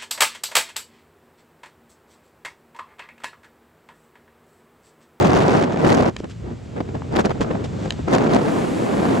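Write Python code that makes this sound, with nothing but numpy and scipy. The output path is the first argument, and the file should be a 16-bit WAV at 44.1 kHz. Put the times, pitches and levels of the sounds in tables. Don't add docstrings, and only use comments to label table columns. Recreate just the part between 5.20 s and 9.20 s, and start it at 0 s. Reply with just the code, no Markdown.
import sys
import numpy as np
from scipy import signal
from scipy.fft import rfft, irfft, next_fast_len
from scipy.io import wavfile
from scipy.ndimage import map_coordinates

SR = 44100
rng = np.random.default_rng(int(sys.argv[2]) if len(sys.argv) > 2 else 0)


def wav_out(sig):
    wavfile.write(sys.argv[1], SR, np.round(np.clip(np.atleast_2d(sig).T, -1, 1) * 32767).astype(np.int16))


N = 176400

# time_s, strength_db
FLOW_OPENING = [(0, -17.5), (.36, -18.5), (.47, -25), (.585, -26.5), (.645, -18), (.73, -16.5),
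                (.79, -19.5), (.87, -21.5), (.897, -27), (.92, -47)]
FLOW_SHELTERED = [(1.15, -50.5), (1.45, -47.5), (1.7, -40), (1.9, -40), (2.2, -40), (2.225, -31.5),
                  (2.36, -29.5), (2.48, -38.5), (2.66, -31.5), (2.74, -41), (2.86, -44.5)]
FLOW_RETURN = [(2.88, -26), (2.93, -24.5), (3.07, -21.5), (3.2, -23.5), (3.38, -24), (3.54, -28),
               (3.72, -24.5), (3.93, -21.5), (4, -23)]
# peak_s, half_length_s, strength_db
PUFFS = [(.884, 0.0066, -18.5), (1.045, 0.0079, -32.5), (1.275, 0.032, -37.5), (1.316, 0.0083, -34),
         (1.578, 0.016, -30), (1.608, 0.0043, -22.5), (1.69, 0.004, -30), (1.754, 0.0075, -28.5),
         (1.932, 0.009, -24), (1.967, 0.012, -18), (2.0, 0.0098, -17), (2.057, 0.012, -21),
         (2.104, 0.0099, -21.5), (2.158, 0.011, -29), (2.214, 0.0081, -22), (2.31, 0.0063, -27),
         (2.443, 0.0033, -24.5), (2.794, 0.0071, -30.5), (2.882, 0.0039, -21), (2.94, 0.019, -16),
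         (3.009, 0.0035, -20), (3.143, 0.02, -18.5)]
# freq_hz, gain_db
ROAR_EQ = [(20, -64), (60, -15.5), (110, -4.5), (200, 0.5), (400, -1), (750, -6), (1400, -15.5),
           (2800, -28.5), (7000, -43), (10500, -55), (15500, -77)]
# freq_hz, db_per_flow_db
ROAR_GROWTH = [(120, 0.74), (300, 0.77), (800, 1.1851), (3000, 1.24), (12000, 2)]
# freq_hz, depth_db
FLUTTER_DEPTH = [(100, 0), (400, 2.3), (1500, 3.5), (6000, 4.5)]
# freq_hz, side_over_mid_db
WIND_WIDTH = [(100, -14.5), (220, -5.5), (450, -0.5), (1000, 1.2), (2500, -1), (6000, -6.5), (13000, -19)]
# freq_hz, side_share
SIDE_LEAD = [(250, 0.24), (650, -0.39)]
# freq_hz, gain_db
CRACKLE_EQ = [(300, -5), (1000, 7.5), (3000, -2.5), (7000, -9), (10500, -26.5), (15500, -34)]
# freq_hz, gain_db
RUMBLE_EQ = [(22, -25), (60, 0), (110, 4), (170, -0.5), (320, -22), (900, -80)]
# time_s, level_db
RUMBLE_LEVEL = [(.17, -28.5), (.5, -49), (.82, -27), (1.05, -42.5), (1.3, -30.5), (1.45, -37.5),
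                (1.75, -31), (2.93, -28.5), (3.2, -42), (4, -61)]
# freq_hz, gain_db
HOLLOW_EQ = [(100, -18), (175, 11.5), (340, 10.5), (480, -10), (1000, -45)]

# start_s, level_db
SPITS = [(0.425, -19), (0.441, -17), (0.523, -25), (0.531, -27), (0.573, -25), (1.0435, -29),
         (2.2087, -18.5), (2.214, -19.5), (2.9832, -16)]
# freq_hz, gain_db
CRACK_EQ = [(300, 0), (1800, 10.5), (4000, 2), (7500, -3), (9500, -21), (15000, -39)]
# start_s, level_db, pitch_hz
KNOCKS = [(0.9641, -19, 650), (1.0041, -13, 346), (1.8203, -14, 950), (2.207, -7.5, 330)]
# start_s, level_db, tilt_db_per_octave
CLICKS = [(0.9654, -20.5, -2.5), (2.7061, -15, 1), (2.723, -33, 5.5)]
# pitch_hz, gain_db
FITTING_MODES = [(1820, -0.5), (2350, -4), (3100, 2.5), (3850, -0.5), (4650, -6.5), (6500, -7.5)]
# peak_s, half_length_s, level_db
RUBS = [(.99, 0.0093, -45.5), (1.105, 0.01, -44.5), (2.0, 0.007, -31), (2.058, 0.0024, -29.5),
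        (2.223, 0.0086, -37), (2.45, 0.0074, -37.5), (2.635, 0.046, -46), (2.945, 0.0047, -32)]
# freq_hz, gain_db
NYLON_EQ = [(500, -2), (1500, 7), (4000, 4), (7500, -1), (10000, -19), (15500, -36)]

# freq_hz, gain_db
CANOPY_HISS_EQ = [(600, 15), (3000, 9.5), (5600, 3), (7700, 3.5), (9500, -15.5), (15000, -28)]
# time_s, level_db
CANOPY_HISS_LEVEL = [(0, -42), (.95, -52.5), (1.4, -52), (2.1, -47.5), (2.8, -45), (4, -49)]
# freq_hz, gain_db
OPEN_HISS_EQ = [(800, 2.5), (2200, 9), (5500, -3), (7500, 0), (9500, -7), (11700, -11.5), (13300, -25),
                (15500, -46)]
# time_s, level_db
OPEN_AIR_LEVEL = [(2.85, -63), (2.95, -60), (3.15, -48), (3.3, -39.5), (4, -40)]
# freq_hz, side_over_mid_db
NARROW_WIDTH = [(1000, -9), (3500, -11), (13000, -13)]


def roar(flow_db, open_air, smoothing=0.23, eddies_per_s=110, sputters_per_s=480):
    shared_eddies = wobble(eddies_per_s) + wobble(sputters_per_s)
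    out = np.zeros((2, N))
    for hz, band in octave_bands(noise(ROAR_EQ, WIND_WIDTH)):
        depth_db = along(FLUTTER_DEPTH, hz) * (1 - smoothing * open_air)
        flutter = amp(depth_db * unit(shared_eddies + wobble(sputters_per_s)))
        out += band * unit(flutter) * amp(along(ROAR_GROWTH, hz) * flow_db)
    return amp(-15.5) * out


def crackle(flow_db, open_air, ticks_per_s=215, scatter_db=3, db_per_flow_db=1.72):
    onsets = rng.random(N) < ticks_per_s / SR
    ticks = onsets * amp(scatter_db * np.clip(rng.standard_normal(N), -2, 2))
    tick_shape = np.hanning(SR // 900)
    envelope = np.sqrt(np.abs(signal.fftconvolve(ticks ** 2, tick_shape ** 2, "same")))
    sputter = stereo(envelope * rng.standard_normal((2, N)), CRACKLE_EQ, WIND_WIDTH)
    return (1 - open_air / 2) * amp(-35.5 + db_per_flow_db * flow_db) * sputter


def hollow_note(flow_db, open_air):
    return open_air * amp(-23 + flow_db) * noise(HOLLOW_EQ, WIND_WIDTH)


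def rumble():
    return amp(curve(RUMBLE_LEVEL)) * noise(RUMBLE_EQ, WIND_WIDTH)


def spits(t60_s=0.0082):
    envelope = sum(amp(db) * strike(start_s, t60_s) for start_s, db in SPITS)
    return envelope * noise(CRACK_EQ, NARROW_WIDTH)


def knocks(decay_cycles=5):
    return sum(amp(db) * ring(start_s, hz, decay_cycles / hz) for start_s, db, hz in KNOCKS)


def clicks(t60_s=0.0094, crack_boost_db=5.5):
    crack_noise = noise(CRACK_EQ, NARROW_WIDTH)
    lowest_hz = FITTING_MODES[0][0]
    out = np.zeros((2, N))
    for start_s, db, tilt in CLICKS:
        ringing = sum(amp(mode_db + tilt * np.log2(hz / lowest_hz)) * ring(start_s, hz, t60_s)
                      for hz, mode_db in FITTING_MODES)
        crack = amp(crack_boost_db) * crack_noise * strike(start_s, t60_s / 2)
        out += amp(db) * (ringing + crack)
    return out


def rubs(grain_db=4, grains_per_s=600):
    grain = unit(amp(grain_db * wobble(grains_per_s)))
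    return np.sqrt(swell_power(RUBS)) * grain * noise(NYLON_EQ, NARROW_WIDTH)


def hiss():
    canopy = amp(curve(CANOPY_HISS_LEVEL)) * noise(CANOPY_HISS_EQ, NARROW_WIDTH)
    rush = amp(curve(OPEN_AIR_LEVEL)) * noise(OPEN_HISS_EQ, NARROW_WIDTH)
    return canopy + rush


def amp(db):
    return 10 ** (np.asarray(db) / 20)


def unit(x):
    return x / np.sqrt(np.mean(x ** 2) + 1e-20)


def along(points, hz):
    freqs, values = np.transpose(points)
    return np.interp(np.log(hz + 1), np.log(freqs + 1), values)


def curve(points):
    return np.interp(np.arange(N) / SR, *np.transpose(points))


def swell_power(rows, rise=0.94, fall=1.35):
    t = np.arange(N) / SR
    power = np.zeros(N)
    for peak_s, half_s, db in rows:
        width_s = half_s * np.where(t < peak_s, rise, fall)
        power += amp(db) ** 2 * np.exp(-((t - peak_s) / width_s) ** 2)
    return power


def strike(start_s, t60_s, attack_s=0.00022):
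    age_s = np.clip(np.arange(N) / SR - start_s, 0, 1)
    return (1 - np.exp(-age_s / attack_s)) * amp(-60 * age_s / t60_s)


def ring(start_s, hz, t60_s):
    return strike(start_s, t60_s) * np.sin(2 * np.pi * hz * (np.arange(N) / SR - start_s))


def wobble(knots_per_s):
    knots = rng.standard_normal(N // 8)
    return map_coordinates(knots, [np.arange(N) * knots_per_s / SR], mode="wrap")


def filtered(x, response):
    size = next_fast_len(N + 8192)
    return irfft(rfft(x, size) * response(np.fft.rfftfreq(size, 1 / SR)), size)[..., :N]


def octave_bands(x, count=9):
    centres_hz = 50 * 2.0 ** np.arange(count)
    for centre_hz, solo in zip(centres_hz, np.eye(count)):
        yield centre_hz, filtered(x, lambda hz: along(np.c_[centres_hz, solo], hz))


def stereo(pair, eq, width):
    def mid_side_matrix(hz):
        side = amp(along(width, hz))
        lead = np.clip(along(SIDE_LEAD, hz), -1, 1)
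        shared, apart = 1j * lead * side, np.sqrt(1 - lead ** 2) * side
        gain = amp(along(eq, hz)) / np.hypot(1, side)
        return gain * np.array([[1 + shared, apart], [1 - shared, -apart]])
    return unit(filtered(pair, mid_side_matrix).sum(axis=1))


def noise(eq, width):
    return stereo(rng.standard_normal((2, N)), eq, width)


def scene(full_flow_db=-20):
    steady_db = curve([*FLOW_OPENING, *FLOW_SHELTERED, *FLOW_RETURN])
    flow_db = 10 * np.log10(amp(steady_db) ** 2 + swell_power(PUFFS)) - full_flow_db
    open_gain = amp(curve(OPEN_AIR_LEVEL))
    open_air = open_gain / open_gain.max()
    wind = roar(flow_db, open_air) + hollow_note(flow_db, open_air) + rumble()
    sputter = crackle(flow_db, open_air)
    return wind + sputter + hiss() + rubs() + spits() + clicks() + knocks()


def record(dry, ceiling=0.8, top_hz=15800):
    rounded = dry / (1 + (dry / ceiling) ** 6) ** (1 / 6)
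    return filtered(rounded, lambda hz: hz < top_hz)


dry = scene()
out = record(dry)
wav_out(out)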